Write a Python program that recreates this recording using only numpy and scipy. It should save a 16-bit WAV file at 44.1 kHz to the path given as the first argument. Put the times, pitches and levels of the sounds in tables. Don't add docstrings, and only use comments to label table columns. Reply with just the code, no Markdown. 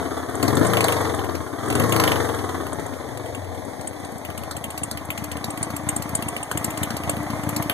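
import sys
import numpy as np
from scipy import signal
from scipy.fft import rfft, irfft
from scipy.io import wavfile
from scipy.ndimage import uniform_filter1d

SR = 44100
rng = np.random.default_rng(int(sys.argv[2]) if len(sys.argv) > 2 else 0)


def persist_wave(psi):
    counts = np.round(np.clip(psi, -1, 1) * 32767).astype(np.int16)
    wavfile.write(sys.argv[1], SR, np.atleast_2d(counts).T)


N = 340893


def from_db(db):
    return 10 ** (np.asarray(db) / 20)


def rms_one(x):
    return x / np.sqrt(np.mean(x ** 2) + 1e-20)


def in_time(rows):
    s, *columns = np.transpose(rows)
    return [np.interp(np.arange(N) / SR, s, column) for column in columns]


def noise(spectrum):
    hz, db = np.transpose(spectrum)
    bins = np.arange(1, N // 2 + 2) * SR / N
    gain = from_db(np.interp(np.log(bins), np.log(hz), db))
    return rms_one(irfft(rfft(rng.standard_normal(N)) * gain, N))


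def cut(x, hz, kind, order=2):
    return signal.sosfilt(signal.butter(order, hz, kind, fs=SR, output="sos"), x)


def resonance(x, hz, width_hz):
    r = np.exp(-np.pi * width_hz / SR)
    feedback = [1, -2 * r * np.cos(2 * np.pi * hz / SR), r * r]
    return signal.lfilter(np.array([1, 0, -1]) * (1 - r * r) / 2, feedback, x)


# time in seconds, speed in rpm.
ENGINE_SPEED = [(0.0, 2150.0), (0.24, 1970.0), (0.51, 2494.0), (0.66, 3476.0), (1.0, 2837.0), (1.5, 1788.0),
                (1.62, 2692.0), (1.74, 2386.0), (1.87, 3487.0), (2.19, 2723.0), (2.69, 1946.0),
                (3.08, 1447.0), (3.78, 1041.0), (4.24, 918.0), (5.09, 884.0), (5.48, 941.0), (6.22, 906.0),
                (6.45, 763.0), (6.55, 924.0), (7.73, 904.0)]
START_CYCLE = -.035


def crank():
    rate = uniform_filter1d(in_time(ENGINE_SPEED)[0] / 120, size=3000, mode="nearest")
    return START_CYCLE + np.cumsum(rate) / SR, rate


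def idle(rate):
    return np.clip((16 - rate) / 7, 0, 1)


# opening time in seconds, shutting time in seconds.
THROTTLE_BLIPS = [(.3, .66), (1.56, 1.87)]


def throttle(s):
    return sum(np.clip((s - opens) / .1, 0, 1) * np.clip((shuts - s) / .02, 0, 1)
               for opens, shuts in THROTTLE_BLIPS)


SKIPPED_BEATS = [90, 97]


def burns(cycles, rate):
    whole = np.arange(101)
    s = np.interp(whole, cycles, np.arange(N) / SR)
    idling = idle(np.interp(whole, cycles, rate))
    skipped = np.searchsorted(SKIPPED_BEATS, whole, "right")
    rich = idling * ((whole + skipped) % 2 == 0)
    return whole, idling, rich, throttle(s)


# share of the cycle, relative level in dB at speed, the same at idle,
# dB added on a rich idle cycle, share of the cycle added on a rich idle cycle.
PRESSURE_PULSES = [(-.02, -4, -9, -2, 0), (.2, -15, -30, 0, 0), (.24, -22, -1, 2, .015),
                   (.4, -9, -14, 6, .02), (.5, -30, -30, 0, 0), (.7, -16, -2, 1, .01), (.86, 0, -30, 0, 0)]
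REAR_SHARE = .5


def pulse_train(cycles, rate, uneven_db):
    clicks = np.zeros(N)
    whole, idling, rich, pulling = burns(cycles, rate)
    for share, fast_db, idle_db, rich_db, rich_share in PRESSURE_PULSES:
        chance = rng.standard_normal((len(whole), 2))
        jitter = (.004 + .004 * idling) * chance[:, 0]
        at = np.searchsorted(cycles, whole + share + rich * rich_share + jitter)
        level_db = fast_db + idling * (idle_db - fast_db) + rich * rich_db + uneven_db * chance[:, 1]
        level_db += pulling * (38 if share == REAR_SHARE else 0)
        inside = at < N
        clicks[at[inside]] += from_db(level_db[inside])
    clicks[0] = 0
    return clicks / np.sqrt(uniform_filter1d(clicks ** 2, size=12000) + 1e-9)


def gate(clicks, decay_ms):
    r = np.exp(-1000 / (decay_ms * SR))
    return rms_one(signal.lfilter([1], [1, -2 * r, r * r], clicks + 1e-18))


# frequency in Hz, width in Hz, relative level in dB.
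PIPE_RESONANCES = [(96, 36, 4.5), (141, 73, -1.5), (200, 60, -7), (290, 50, -4), (703, 36, -23),
                   (1110, 190, -28)]


def exhaust(clicks):
    turbulence = gate(clicks, 4.0) * rng.standard_normal(N)
    blunt = rms_one(cut(-clicks, 900, "low")) + .2 * turbulence
    return sum(from_db(db) * resonance(blunt, hz, width) * (-1) ** k
               for k, (hz, width, db) in enumerate(PIPE_RESONANCES))


# share of the cycle, relative level in dB, dB added on a rich cycle.
IDLE_THUMPS = [(.02, -3, -3), (.155, -13, -2), (.29, 0, 1), (.46, -15, 12), (.73, -4, 2)]
THUMP_MS, THUMP_RICH_SHARE = 1.35, .018
STUMBLE_DB = -8
GULP_HZ, GULP_WIDTH_HZ, GULP_DB, GULP_RICH_DB = 230, 15, 11.5, -14
NOTE_HZ, NOTE_WIDTH_HZ, NOTE_DB, NOTE_AIR_DB = 297, 12, 14.5, -10
BOOM_HZ, BOOM_WIDTH_HZ, BOOM_DB = 103, 25, 3


def thumps(cycles, rate, uneven_db):
    clicks, gulps = np.zeros((2, N))
    whole, idling, rich, _ = burns(cycles, rate)
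    for share, db, rich_db in IDLE_THUMPS:
        chance = rng.standard_normal((len(whole), 2))
        at = np.searchsorted(cycles, whole + share + rich * THUMP_RICH_SHARE + .005 * chance[:, 0])
        stumble_db = STUMBLE_DB * (whole == SKIPPED_BEATS[0])
        size = idling ** 2 * from_db(db + rich * rich_db + uneven_db * chance[:, 1] + stumble_db)
        inside = at < N
        clicks[at[inside]] += size[inside]
        if share == IDLE_THUMPS[0][0]:
            gulps[at[inside]] = (size * from_db(GULP_DB + rich * GULP_RICH_DB))[inside]
    x = np.arange(-400, 401) * 1000 / (THUMP_MS * SR)
    puff_and_suck = -x * np.exp(-x * x / 2)
    puffs, gulps = signal.oaconvolve(np.array([clicks, gulps]), puff_and_suck[None], "same", axes=1)
    air = from_db(NOTE_AIR_DB) * rng.standard_normal(N) * idle(rate)
    hollow = resonance(gulps, GULP_HZ, GULP_WIDTH_HZ)
    boom = from_db(BOOM_DB) * resonance(puffs, BOOM_HZ, BOOM_WIDTH_HZ)
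    note = from_db(NOTE_DB) * resonance(puffs + air, NOTE_HZ, NOTE_WIDTH_HZ)
    return puffs + hollow + boom + note


FIRST_ORDER, LAST_ORDER = 3, 26
DRONE_SLIP = .045
DRONE_WAVER_DB = 4
# relative level in dB at 8, 10, 13, 18, 22 and 26 cycles per second.
LOW_ORDERS = [(-30, -30, -24, -16, -10, -5), (-28, -28, -7, 0, 3, 2), (-22, -22, -10, 6, -2, -6),
              (-20, -20, -4, -11, -9, -6), (-20, -10, -4, -11, -12, -3), (-20, -20, -16, -14, -18, -12),
              (-18, 4, -15, -5, -20, -22), (-10, -20, -18, -14, -15, -11), (-6, -5, -9, -12, -5, -7)]
# frequency in Hz, relative level in dB.
GROWL_RESONANCES = [(220, -16), (285, -1), (325, 0), (365, -9), (420, -3), (470, 3), (515, -12), (590, -7),
                    (700, -16)]
# cycles per second, level added in dB.
GROWL_WITH_SPEED = [(10, -18), (16, -9), (22, 0)]


def drone(cycles, rate):
    out, samples, steps = 0, np.arange(N), np.arange(0, N + 256, 256)
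    coarse = np.interp(steps, samples, rate)
    slowness = np.clip((24 - coarse) / 8, .5, 1)
    for k, order in enumerate(range(FIRST_ORDER, LAST_ORDER + 1)):
        slip = DRONE_SLIP * order * np.interp(samples, np.arange(200) * SR / 25, rng.standard_normal(200))
        waver = np.interp(steps, np.arange(80) * SR / 10, rng.standard_normal(80)) * slowness
        if k < len(LOW_ORDERS):
            db = np.interp(coarse, [8, 10, 13, 18, 22, 26], LOW_ORDERS[k])
        else:
            db = np.interp(order * coarse, *np.transpose(GROWL_RESONANCES))
            db = db + np.interp(coarse, *np.transpose(GROWL_WITH_SPEED))
        gain = from_db(db + DRONE_WAVER_DB * waver) / (order * coarse)
        phase = 2 * np.pi * (order * cycles + rng.random()) + slip
        out = out + np.interp(samples, steps, gain) * np.sin(phase)
    return out


# time in seconds, lag of the back port in samples, level of its late lows in dB,
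# place (0 handlebar, 1 tank, 2 and beyond exhaust side).
WALK = [(0, 11.1, -1.4, 0.53), (2.5, 11.1, -1.5, 0.42), (3.299, 10.7, -1, 0.94), (4, 11.5, -1.5, 1.46),
        (5, 7.3, -1.1, 1.8), (7.73, 4, -0.71, 3.9)]


def by_place(db, s):
    walk = np.transpose(WALK)
    return np.interp(np.interp(s, walk[0], walk[3]), range(3), db)


# time in seconds, relative level in dB of the high part, the same of the low part.
SET_SPITS = [(0.4266, -19, -20), (0.479, -20, -20.5), (0.569, -19, -20), (0.734, -28, -17.5),
             (0.77, -25, -16.5), (0.8062, -16, -17.5), (0.841, -16.5, -18.5), (0.882, -26, -18.5),
             (0.921, -19, -22), (0.966, -42, -29), (1.097, -39, -39), (1.191, -42, -35), (1.243, -33, -31),
             (1.294, -48, -36), (1.351, -30, -28.5), (1.7, -21, -23.5), (1.7246, -22, -29),
             (1.7508, -15, -22), (1.7962, -14, -22.5), (1.836, -22, -26.5), (1.922, -19, -17.5),
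             (1.962, -19, -16.5), (1.9984, -14, -15.5), (2.037, -22, -15.5), (2.0763, -32, -17.5),
             (2.117, -26, -19.5), (2.157, -38, -24.5), (2.289, -35, -28), (2.388, -35, -34),
             (2.49, -28, -38), (2.548, -39, -40), (2.666, -34, -32), (2.796, -37, -39), (2.936, -40, -37),
             (3.172, -29, -34), (3.347, -28, -33), (3.872, -22.5, -35.5), (4.047, -27.5, -40),
             (4.249, -31, -29.5), (4.301, -42, -32.5), (4.376, -22, -29), (4.434, -34, -32),
             (4.51, -25, -25.5), (4.565, -23, -29.5), (4.64, -20.5, -26), (4.703, -25.5, -33),
             (4.776, -16, -28), (4.8325, -19.5, -31.5), (4.911, -16, -26.5), (4.972, -28, -28.5),
             (5.1029, -18, -23.5), (5.176, -25, -27), (5.239, -18, -28.5), (5.315, -29, -26),
             (5.368, -24, -29), (5.441, -20, -27), (5.502, -25, -31.5), (5.627, -19, -29),
             (5.702, -23.5, -29.5), (5.763, -19.5, -31), (5.887, -10, -27.5), (5.9615, -13.5, -28),
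             (6.0212, -18, -28), (6.091, -24.5, -33), (6.15, -10.5, -28), (6.223, -23, -25.5),
             (6.283, -17, -30.5), (6.364, -27, -26.5), (6.428, -24.5, -34), (6.5127, -17.5, -21.5),
             (6.5724, -15, -24), (6.6424, -10.5, -25.5), (6.703, -21.5, -32), (6.773, -23, -28.5),
             (6.8303, -12, -24), (6.904, -23.5, -24.5), (6.966, -17.5, -26.5), (7.035, -28, -30),
             (7.0934, -13, -24.5), (7.166, -40, -30.5), (7.302, -28, -28.5), (7.368, -45, -53),
             (7.434, -29, -32), (7.4896, -17.5, -26.5), (7.562, -15.5, -23.5), (7.623, -18.5, -25.5)]
# share of the cycle at idle (rounded to half cycles at speed),
# share added on a rich idle cycle, dB added off throttle at speed.
SPIT_TIMING = [(-.04, .03, 0), (.44, -.03, -30)]
# dB at the handlebar, tank, exhaust side.
SPIT_HIGH_BY_PLACE = [0, -8.5, 2.5]
# dB at the handlebar, tank, exhaust side.
SPIT_LOW_BY_PLACE = [-39, -25.5, -6]
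SPIT_HIGH_FAST_DB, SPIT_LOW_FAST_DB = -1, 5
SPIT_UNEVEN_DB = 9


def spit_rows(cycles, rate, clatter_db):
    whole, idling, rich, pulling = burns(cycles, rate)
    rows, set_rows = [], np.array(SET_SPITS)
    for share, rich_share, coast_db in SPIT_TIMING:
        when = whole + idling * share + (1 - idling) * round(2 * share) / 2 + rich * rich_share
        at = np.minimum(np.searchsorted(cycles, when), N - 1)
        s = at / SR
        fast = np.clip(rate[at] / 8 - 2.5, 0, 1)
        base = clatter_db[at] + coast_db * (1 - np.maximum(idling, pulling))
        uneven = SPIT_UNEVEN_DB * np.clip(rng.standard_normal((len(at), 2)), -3, 1)
        high_db = base + SPIT_HIGH_FAST_DB * fast + by_place(SPIT_HIGH_BY_PLACE, s) + uneven[:, 0]
        low_db = base + SPIT_LOW_FAST_DB * fast + by_place(SPIT_LOW_BY_PLACE, s) + 2.5 * uneven[:, 1]
        rows += zip(s, high_db, low_db)
    rows = np.array(rows)
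    distance_s = np.abs(rows[:, :1] - set_rows[:, 0]).min(axis=1)
    free = (distance_s > .015) & (rows[:, 0] > .01)
    return np.vstack([set_rows, rows[free]])


# frequency in Hz, relative density in dB.
SPIT_HIGH_COLOUR = [(3500, -15), (5500, -4.5), (7500, 16), (9000, 14), (11500, 5.5), (13500, -4.5)]
# frequency in Hz, relative density in dB.
SPIT_LOW_COLOUR = [(900, 0), (1700, 1.5), (2300, 3), (3000, 3.5), (4000, -2), (6000, -10.5)]
SPIT_COLOUR_DB = 2.2


def spits(rows, column, spectrum, rise_ms, fall_ms, lead_s=0.00076):
    marks, edges = np.zeros((5, N)), np.geomspace(spectrum[0][0] / 2, 15000, 6)
    colour_db = SPIT_COLOUR_DB * rng.standard_normal((len(rows), 5))
    colour_db = colour_db.T - colour_db.mean(axis=1)
    marks[:, ((rows[:, 0] - lead_s) * SR).astype(int)] = from_db(rows[:, column] + colour_db)
    air = noise(spectrum)
    bands = np.array([cut(air, pair, "band") for pair in zip(edges, edges[1:])])
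    ms = np.arange(1500) * 1000 / SR
    fall = np.exp(-(ms / fall_ms) ** 2) + 0.044 * np.exp(-ms / 12)
    shape = (1 - np.exp(-ms / rise_ms)) ** 2 * fall
    envelopes = signal.oaconvolve(marks, shape[None] / shape.max(), axes=1)[:, :N]
    gas = np.sum(envelopes * bands, axis=0)
    return np.sqrt(np.mean(gas ** 2)) * beams(gas, shadow_db=-6, scatter_ms=3.0)


# frequency in Hz, width in Hz,
# relative level in dB at the handlebar, at the tank, at the exhaust side.
RINGING_CASES = [(265, 53.5, -0.5, 8.5, 1.5), (436.5, 82, 4, 8.5, 3.5), (457, 47.4, 1, 10, 3.5),
                 (678, 206, -6, 7.5, 5.5), (1150, 228, 0.5, -2, 3), (1856, 680, -5.5, -1, 3),
                 (2268, 620, -13, -7, 1.5), (3264, 570, -16.5, -14, -9)]
CASES_FAST_DB, CASES_PULL_DB = -11, 1.5
REPEAT_SHARE = .55


def clatter(clicks, cycles, rate):
    place = in_time(WALK)[2]
    share = REPEAT_SHARE * np.clip(rate / 8 - 1.5, 0, 1)
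    pattern = rng.standard_normal(1600)[(cycles % 1 * 1600).astype(int)]
    knocks = np.sqrt(1 - share) * rng.standard_normal(N) + np.sqrt(share) * pattern
    knocks *= 1 + np.interp(rate, [9, 18], [.38, 1.7]) * gate(clicks, 3.0)
    pulling = throttle(np.arange(N) / SR)
    low_db = CASES_FAST_DB * np.clip(rate / 6 - 3, 0, 1) * (1 - pulling) + CASES_PULL_DB * pulling
    out = 0
    for k, (hz, width, *db) in enumerate(RINGING_CASES):
        gain = from_db(np.interp(place, range(3), db) + low_db * (hz < 500))
        out = out + gain * rms_one(resonance(knocks, hz, width)) * (-1) ** k
    return out


# frequency in Hz, relative density in dB.
HISS_COLOUR = [(2000, 8), (3500, -12), (5000, 4), (7000, 5), (9000, 6), (11000, 4.5), (13500, -0.5)]


def air_hiss(clicks):
    return noise(HISS_COLOUR) * (1 + 0.2 * gate(clicks, 16.0))


BEAM_LAG = 17
BASS_SCATTER = .09
LAG_BLUR = .13


def beams(front, shadow_db, scatter_ms, alike_hz=750):
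    lag, back_db, _ = in_time(WALK)
    late = from_db(back_db) * np.interp(np.arange(N) - lag, np.arange(N), front)
    scatter = rng.standard_normal((3, 6000)) * np.exp(-np.arange(6000) * 1000 / (scatter_ms * SR))
    paths = signal.oaconvolve(front[None], scatter / np.linalg.norm(scatter[0]), axes=1)[:, :N]
    fades = np.sin(2 * np.pi * np.outer([1.3, 2.1, 3.4], np.arange(N) / SR) + [[0], [2], [4]])
    scattered = np.sqrt(2 / 3) * np.sum(fades * paths, axis=0)
    late_low, scattered_low = signal.filtfilt(*signal.butter(2, alike_hz, fs=SR), [late, scattered])
    back = late_low + BASS_SCATTER * scattered_low + from_db(shadow_db) * (scattered - scattered_low)
    blurred = signal.lfilter([LAG_BLUR, 1 - 2 * LAG_BLUR, LAG_BLUR], [1], [back, front])
    pair = np.array([front, back]) - np.roll(blurred, BEAM_LAG - 1, axis=1)
    return pair / np.sqrt(np.mean(pair.mean(axis=0) ** 2))


# time in seconds, then base levels in dB of clatter, exhaust and drone.
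ENGINE_LEVELS = [(0, -29.5, -52, -34.5), (.26, -34.5, -42, -42.5), (.45, -28, -26, -35),
                 (.62, -26.5, -23, -27.5), (.69, -24, -56, -26), (.88, -24, -37, -29),
                 (1.38, -34.5, -44, -36.5), (1.57, -34, -37, -45.5), (1.8, -26.5, -25, -29.5),
                 (1.89, -26.5, -29.5, -28.5), (1.95, -22, -38, -26), (2.15, -25.5, -37, -29.5),
                 (2.52, -33, -50, -36.5), (2.72, -33, -62, -36), (2.88, -34.5, -45, -36.5),
                 (3.45, -35, -45, -33.5), (3.8, -35, -43.5, -39), (5.02, -36, -39.5, -32),
                 (5.57, -34, -36.5, -34), (6.24, -32.5, -34, -32), (6.48, -34, -37, -33),
                 (6.6, -31.5, -34, -32), (7.73, -31, -31.5, -30.5)]
# dB at the handlebar, tank, exhaust side.
HISS_BY_PLACE = [-9.5, -14.5, -13]
PIPES_IDLE_DB = -12
THUMP_DB = -0.5


def scene():
    clatter_db, exhaust_db, drone_db = in_time(ENGINE_LEVELS)
    cycles, rate = crank()
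    clicks = pulse_train(cycles, rate, uneven_db=1.6)
    rows = spit_rows(cycles, rate, clatter_db)
    pipes_db = exhaust_db + PIPES_IDLE_DB * idle(rate)
    hiss_db = clatter_db + by_place(HISS_BY_PLACE, np.arange(N) / SR)
    idle_thumps = thumps(cycles, rate, uneven_db=1.2)

    out = from_db(pipes_db) * beams(exhaust(clicks), shadow_db=-3, scatter_ms=15)
    out += from_db(exhaust_db + THUMP_DB) * beams(idle_thumps, shadow_db=-3, scatter_ms=15)
    out += from_db(drone_db) * beams(drone(cycles, rate), shadow_db=-3, scatter_ms=15)
    out += from_db(-5.5) * spits(rows, column=1, spectrum=SPIT_HIGH_COLOUR, rise_ms=11.4, fall_ms=5.35)
    out += from_db(4.0) * spits(rows, column=2, spectrum=SPIT_LOW_COLOUR, rise_ms=6.1, fall_ms=2.82)
    out += from_db(clatter_db) * beams(clatter(clicks, cycles, rate), shadow_db=-3, scatter_ms=30)
    out += from_db(hiss_db) * beams(air_hiss(clicks), shadow_db=-2, scatter_ms=40)
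    return out


# frequency in Hz, relative density in dB.
RUMBLE_COLOUR = [(15, -22), (25, -14), (60, -8), (120, 3), (300, -40), (1000, -80)]
CUTOFF_HZ = 14350


def record(dry):
    rumble = from_db(-50.0) * np.array([noise(RUMBLE_COLOUR), noise(RUMBLE_COLOUR)])
    bass_cut = signal.butter(3, 74, "high", fs=SR, output="sos")
    engine = signal.sosfiltfilt(bass_cut, dry)
    return signal.sosfilt(signal.cheby2(20, 60, CUTOFF_HZ, fs=SR, output="sos"), engine + rumble)


dry = scene()
out = record(dry)
persist_wave(out)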